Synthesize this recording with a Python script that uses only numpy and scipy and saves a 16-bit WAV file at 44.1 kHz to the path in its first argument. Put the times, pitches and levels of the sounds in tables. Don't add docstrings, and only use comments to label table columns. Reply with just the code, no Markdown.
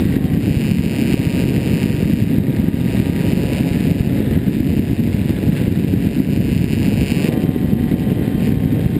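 import sys
import numpy as np
from scipy import signal
from scipy.fft import rfft, irfft, next_fast_len
from scipy.io import wavfile
from scipy.ndimage import uniform_filter1d

SR = 44100
rng = np.random.default_rng(int(sys.argv[2]) if len(sys.argv) > 2 else 0)


def volts_from_decibels(level):
    exponent = np.asarray(level, float) / 20
    return 10 ** exponent


def transcribe(signal):
    frames = np.atleast_2d(signal).T
    limited = np.clip(frames, -1, 1)
    pcm = np.round(limited * 32767).astype(np.int16)
    wavfile.write(sys.argv[1], SR, pcm)


N = 396445


def evened(x):
    return x / np.sqrt(np.mean(x ** 2) + 1e-20)


def curves(rows):
    times, *columns = np.transpose(rows)
    return [np.interp(np.arange(N) / SR, times, column) for column in columns]


def bumps(rows):
    t = np.arange(N) / SR
    return sum(db * np.exp(-((t - middle) / half) ** 2) for middle, half, db in rows)


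def shaped(x, gain):
    size = next_fast_len(N)
    hz = np.arange(size // 2 + 1) * SR / size
    return irfft(rfft(x, size) * gain(hz), size)[:N]


def coloured(x, points):
    f, db = np.transpose(points)
    return shaped(x, lambda hz: volts_from_decibels(np.interp(np.log(hz + 1), np.log(f + 1), db)))


def wander(seconds):
    width = max(round(seconds * SR), 2)
    once = uniform_filter1d(rng.standard_normal(N), width)
    return evened(uniform_filter1d(once, width))


# (f/Hz, relative level/dB)
BUFFET_COLOUR = [(12, -59.5), (20, -33), (91, -3.5), (178, 0), (268, -2), (326, -8.5), (376, -13),
                 (418, -14), (712, -31), (779, -37), (851, -36), (1030, -52), (1400, -53), (1820, -67.5),
                 (3080, -120)]
# (t/s, edge level added/dB, rumble level added/dB)
WIND_BANDS = [(0, -2, 3.5), (.8, -1, -4.5), (1.5, 2, -4), (2.0, -0.5, -2), (2.35, -2.5, -2.5), (2.8, 0, 2),
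              (3.4, 3, -4), (3.8, 1.5, -2), (4.3, 0.5, 2), (4.75, -3.5, -4), (5.2, -1.5, 1.5),
              (6.1, -1.5, 1), (6.7, -3, 0), (7.05, 0.5, 3), (7.25, 7, -21), (7.55, -0.5, -3), (8.2, 1, 0),
              (8.99, -2.5, -1.5)]
# (t/s, half length/s, level/dB)
WIND_LULLS = [(1.8, 0.024, -4), (2.0, 0.03, -5), (2.92, 0.03, -4), (3.47, 0.026, -3.5), (4.965, 0.013, -15),
              (7.08, .05, -1.5), (8.39, 0.033, -2.5)]
BUFFET_DB, EDGE_DB, RUMBLE_DB = -18, -14.5, -11.5
BUFFET_DRIFT_DB, EDGE_DRIFT_DB, RUMBLE_DRIFT_DB, GUST_S = 0.76, 1, 2, 0.051


def buffeting():
    edge_add_db, rumble_add_db = curves(WIND_BANDS)
    body_db = BUFFET_DB + BUFFET_DRIFT_DB * wander(GUST_S) + bumps(WIND_LULLS)
    edge_db = BUFFET_DB + EDGE_DB + edge_add_db + EDGE_DRIFT_DB * wander(GUST_S)
    rumble_db = BUFFET_DB + RUMBLE_DB + rumble_add_db + RUMBLE_DRIFT_DB * wander(3 * GUST_S)
    push_db = 2.27 * np.minimum(rng.exponential(1, N), 2.5)
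    pushes = (rng.random(N) < 220 / SR) * volts_from_decibels(push_db)
    drive = 0.63 * rng.standard_normal(N) + 0.74 * evened(pushes - pushes.mean())
    eddies = coloured(drive, BUFFET_COLOUR)
    rumble = shaped(eddies, lambda hz: 1 / (1 + (hz / 90) ** 6))
    edge = shaped(eddies, lambda hz: 1 - 1 / (1 + (hz / 400) ** 6))
    body = evened(eddies - rumble - edge)
    return volts_from_decibels(body_db) * body + volts_from_decibels(edge_db) * evened(edge) + volts_from_decibels(rumble_db) * evened(rumble)


# (t/s of the peak, peak level/dB before the gain control, f/Hz of the swing)
STRONG_THUMPS = [(0.0571, -1.5, 201), (0.1677, -3, 221), (0.2584, -3, 188), (0.3742, -4.5, 167),
                 (0.5727, -4, 103), (0.7194, -1, 176), (0.796, -1.5, 150), (0.8647, -2.5, 182),
                 (1.143, 0, 226), (1.202, -0.5, 192), (1.4611, -5, 191), (1.739, -5, 125),
                 (1.86, -2.5, 240), (1.9048, -4, 184), (1.944, -7.5, 180), (2.0274, -7, 218),
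                 (2.0593, -4.5, 161), (2.1362, -7, 164), (2.2255, -2, 172), (2.3032, -7, 199),
                 (2.385, -0.5, 198), (2.6427, -2.5, 190), (2.6859, -2, 193), (2.7905, -5, 195),
                 (2.8151, -6, 180), (3.003, 0, 204), (3.0989, -1, 206), (3.335, -5.5, 223),
                 (3.3738, -1.5, 197), (3.6102, -1, 179), (3.7162, -3.5, 165), (4.009, -2.5, 99),
                 (4.206, -4.5, 260), (4.3171, -5.5, 181), (4.3767, -6, 195), (4.485, -2, 185),
                 (4.6071, -1, 196), (4.7985, -5, 202), (4.933, -3.5, 204), (5.005, -8, 159),
                 (5.149, -5.5, 156), (5.217, -7.5, 167), (5.308, -3, 225), (5.4756, -4.5, 146),
                 (5.616, -3.5, 156), (6.072, -2.5, 191), (6.2033, 0, 195), (6.3959, -3.5, 159),
                 (6.5675, -2, 172), (6.735, -3, 205), (6.8833, -2, 175), (7.1226, -5, 197),
                 (7.2901, -3.5, 222), (7.3375, -5, 187), (7.378, -3, 212), (7.4397, -3.5, 240),
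                 (7.451, -1.5, 216), (7.4931, -2.5, 196), (7.563, -3, 246), (7.6468, -2, 181),
                 (7.735, 0.5, 174), (7.8106, -1, 190), (7.843, -4, 206), (8.3556, -1.2, 176),
                 (7.9415, -4, 176), (8.4935, -5, 202), (8.5755, -4, 178), (8.6603, -4, 154),
                 (8.9674, -4, 213)]
DIP, DIP_SPREAD = 0.72, .2
SLOT_S, WEAK_DB, WEAK_SPREAD_DB, WEAK_HZ, WEAK_SPREAD_HZ = .19, -6.5, 2, 188, 27.5


def thumps():
    out = np.zeros(N + 2000)
    t = np.arange(-1000, 1000) / SR
    chance = rng.standard_normal((200, 3))
    slots = np.arange(0, N / SR - SLOT_S, SLOT_S)[:len(chance)]
    place = rng.random(len(chance))
    weak = [(slot + SLOT_S * p, WEAK_DB + WEAK_SPREAD_DB * a, WEAK_HZ + WEAK_SPREAD_HZ * b)
            for slot, p, (a, b, _) in zip(slots, place, chance)]
    for (peak_s, db, hz), deep in zip(STRONG_THUMPS + weak, chance[:, 2]):
        cycles = t * hz
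        reach = 0.39 + 0.17 * (DIP + DIP_SPREAD * deep)
        spread = np.where(cycles < 0, reach, .42)
        thump = np.cos(2 * np.pi * cycles) * np.exp(-(cycles / spread) ** 2)
        out[round(peak_s * SR):][:2000] += volts_from_decibels(db) * thump
    return out[1000:N + 1000]


# (f/Hz, signed relative strength, decay time constant/ms)
KNOCK_RING = [(1890, .05, 3.0), (2390, -1.0, .54), (2840, 1.0, .64), (3410, -.29, .21), (3810, .08, 2.69),
              (4270, .17, 1.18), (5030, -.19, 1.2), (5500, -.045, .9), (5880, .02, .83)]
KNOCK_TOP_HZ, KNOCK_TOP_DB = 5400, -6


def knocks(turns, knock_db):
    at = np.flatnonzero(np.diff(np.floor(turns)))
    chance = rng.standard_normal((len(at), 2))
    limp = (-1) ** np.arange(len(at)) * 2.5 * (1 + .7 * wander(.1)[at])
    scatter = 2.0 * chance[:, 0]
    at = np.clip(at + np.round(limp + scatter).astype(int), 0, N - 1)
    blows = np.zeros(N)
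    blows[at] = volts_from_decibels(knock_db[at] + 2.0 * chance[:, 1])
    ms = np.arange(600) / SR * 1000
    ring = sum(push * np.exp(-ms / decay_ms) * np.sin(2 * np.pi * hz * ms / 1000)
               for hz, push, decay_ms in KNOCK_RING)
    rung = signal.oaconvolve(blows, ring / np.linalg.norm(ring))[:N]

    def tone(hz):
        low_cut = 1 - 1 / (1 + (hz / 1000) ** 4)
        return low_cut * volts_from_decibels(KNOCK_TOP_DB / (1 + (KNOCK_TOP_HZ / (hz + 1)) ** 40))

    return shaped(rung, tone)


# (f/Hz, width/Hz, relative level/dB)
AIRFRAME_RESONANCES = [(708, 64, -47), (754, 45, -44.5), (825, 72, -49), (910, 56, -49), (953, 65, -53.5),
                       (1060, 130, -57), (1160, 50, -51.5), (1205, 100, -52.5), (1650, 140, -53),
                       (1902, 160, -50), (2090, 160, -66), (3164, 93, -50.5)]
HUM_MULTIPLES = [4, 5, 6, 7, 8, 9, 10, 11, 12, 13, 14, 21]
HUM_MULTIPLE_LEVELS = [-14, -1.7, -2.7, 2, -6, -2, 4, -5.5, 0.5, -1.5, -2, -0.2]


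def hum(speed, turns, hum_db):
    out = np.zeros(N)
    for k, own_db in zip(HUM_MULTIPLES, HUM_MULTIPLE_LEVELS):
        power = sum(volts_from_decibels(2 * db) / (1 + (2 * (k * speed - hz) / width) ** 2) ** 2
                    for hz, width, db in AIRFRAME_RESONANCES)
        strength = np.sqrt(2 * power) * volts_from_decibels(own_db + 0.64 * wander(0.24))
        out += strength * np.cos(2 * np.pi * (k * turns + rng.random()))
    return out * volts_from_decibels(hum_db)


# (f/Hz, relative level/dB)
HISS_COLOUR = [(600, 0.5), (1000, -8.5), (1250, -11.5), (1550, -3), (1950, 0), (2400, -3), (2950, -6),
               (3300, -8.5), (3750, -6), (4300, -12.5), (5000, -16.5), (5500, -25), (5950, -31)]


def hiss(turns, hiss_db):
    chop = 1 + 0.2 * np.cos(2 * np.pi * turns)
    air = evened(coloured(rng.standard_normal(N), HISS_COLOUR))
    return volts_from_decibels(hiss_db + 2.52 * wander(0.003)) * chop * air


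# (t/s, f/Hz in turns per second)
SHAFT_SPEED = [(0.0, 159.3), (0.11, 159.8), (0.4, 143.7), (0.58, 137.8), (0.8, 135.5), (1.4, 134.6),
               (2.0, 134.9), (2.35, 135.6), (3.24, 134.8), (3.38, 138.7), (3.52, 140.3), (4.2, 140.0),
               (4.65, 140.7), (5.4, 139.6), (6.4, 139.3), (7.05, 138.4), (7.31, 148.0), (7.4, 148.9),
               (8.0, 149.1), (8.35, 149.8), (8.5, 152.0), (8.99, 152.1)]
# (t/s, knock level/dB, airflow hiss level/dB, motor hum gain/dB)
FLIGHT_LEVELS = [(0.0, -18, -36.5, 1), (0.32, -24.5, -39.5, 1), (0.47, -12, -38.5, -1.5),
                 (0.9, -11, -39, -3.5), (1.2, -8.5, -36.5, 3), (1.6, -11.5, -38, -1), (1.85, -9, -35.5, 3),
                 (2.0, -13.5, -39, -1.5), (2.2, -14.5, -39, -5), (2.45, -24, -39, -2), (2.85, -18, -38, 1),
                 (3.1, -16.5, -37, 3), (3.3, -10, -36, 2), (3.6, -13.5, -36.5, 3.5), (4.0, -14.5, -38, 1),
                 (4.3, -28, -36.5, 1), (4.7, -17, -40.5, -3.5), (5.3, -21, -38.5, -0.5),
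                 (6.2, -17, -38.5, -2.5), (6.38, -14, -39, -3), (6.9, -10.5, -38, 0.5),
                 (7.13, -5.5, -37.5, 3.5), (7.28, -7.5, -31.5, 5), (7.32, -26, -36.5, 10),
                 (7.6, -23.5, -38.5, 3), (8.3, -30, -39.5, 1.5), (8.99, -24.5, -40, -2)]
# (t/s, half length/s, knock level added/dB, hiss level added/dB)
BRIEF_FLARES = [(.25, 0.017, 4, 0.5), (1.13, .03, 2, 2.5), (2.75, 0.017, 4, 1), (2.95, 0.12, 4, 2),
                (3.58, 0.017, 1.5, 0.5), (4.058, 0.018, 4, 0), (4.178, .03, 6, 1), (4.53, .02, 4.5, 0.5),
                (5.31, 0.034, 6, 3), (5.583, 0.048, 2.5, 7), (6.734, .025, 5.5, 3), (7.331, 0.013, 17, 3),
                (7.423, 0.031, 13.5, 2.5), (7.54, 0.017, 2, 1), (7.997, 0.033, 11, 1), (8.112, 0.017, 7, 2),
                (8.46, 0.07, 13.5, 1)]
FIRM_DB, CHATTER = -14, 0.2


def scene():
    speed, = curves(SHAFT_SPEED)
    turns = np.cumsum(speed + .2 * wander(0.091)) / SR
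    knock_db, hiss_db, hum_db = curves(FLIGHT_LEVELS)
    flares = np.array(BRIEF_FLARES)
    flare_knock_db = bumps(flares[:, [0, 1, 2]])
    flare_hiss_db = bumps(flares[:, [0, 1, 3]])
    chatter_db = CHATTER * np.maximum(FIRM_DB - knock_db - flare_knock_db, 0) * wander(0.011)
    knock_db = knock_db + flare_knock_db + chatter_db
    hiss_db = hiss_db + flare_hiss_db
    wind = buffeting() + thumps()
    plane = knocks(turns, knock_db) + hum(speed, turns, hum_db) + hiss(turns, hiss_db)
    return (wind + plane)[None]


def gain_control(x):
    peak_db = 20 * np.log10(abs(x) + 1e-6)
    fall = np.arange(N) * 60. / SR
    held_peak_db = np.maximum.accumulate(peak_db + fall) - fall
    over_db = np.maximum(held_peak_db + 9.5, 0)
    late_db = signal.lfilter([1 / 90], [1, 1 / 90 - 1], over_db)
    return x * volts_from_decibels(2.0 - 0.63 * late_db)


def overload(x):
    return x / (1 + abs(x) ** 6) ** (1 / 6)


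STEP_HZ = 12000


def held_in_steps(x):
    narrow = shaped(x, lambda hz: (hz < STEP_HZ / 2) * (1 - 1 / (1 + (hz / 30) ** 4)))
    mirrored = narrow * (1 + 2 * np.cos(2 * np.pi * STEP_HZ * np.arange(N) / SR))
    return shaped(mirrored, lambda hz: np.sinc(hz / STEP_HZ) / (1 + (hz / 15380) ** 90))


def top_cut(x):
    return signal.sosfilt(signal.butter(12, 16420, fs=SR, output="sos"), x)


def record(dry):
    ruled = gain_control(dry[0])
    soft = overload(ruled)
    held = held_in_steps(soft)
    return top_cut(held[None])


dry = scene()
out = record(dry)
transcribe(out)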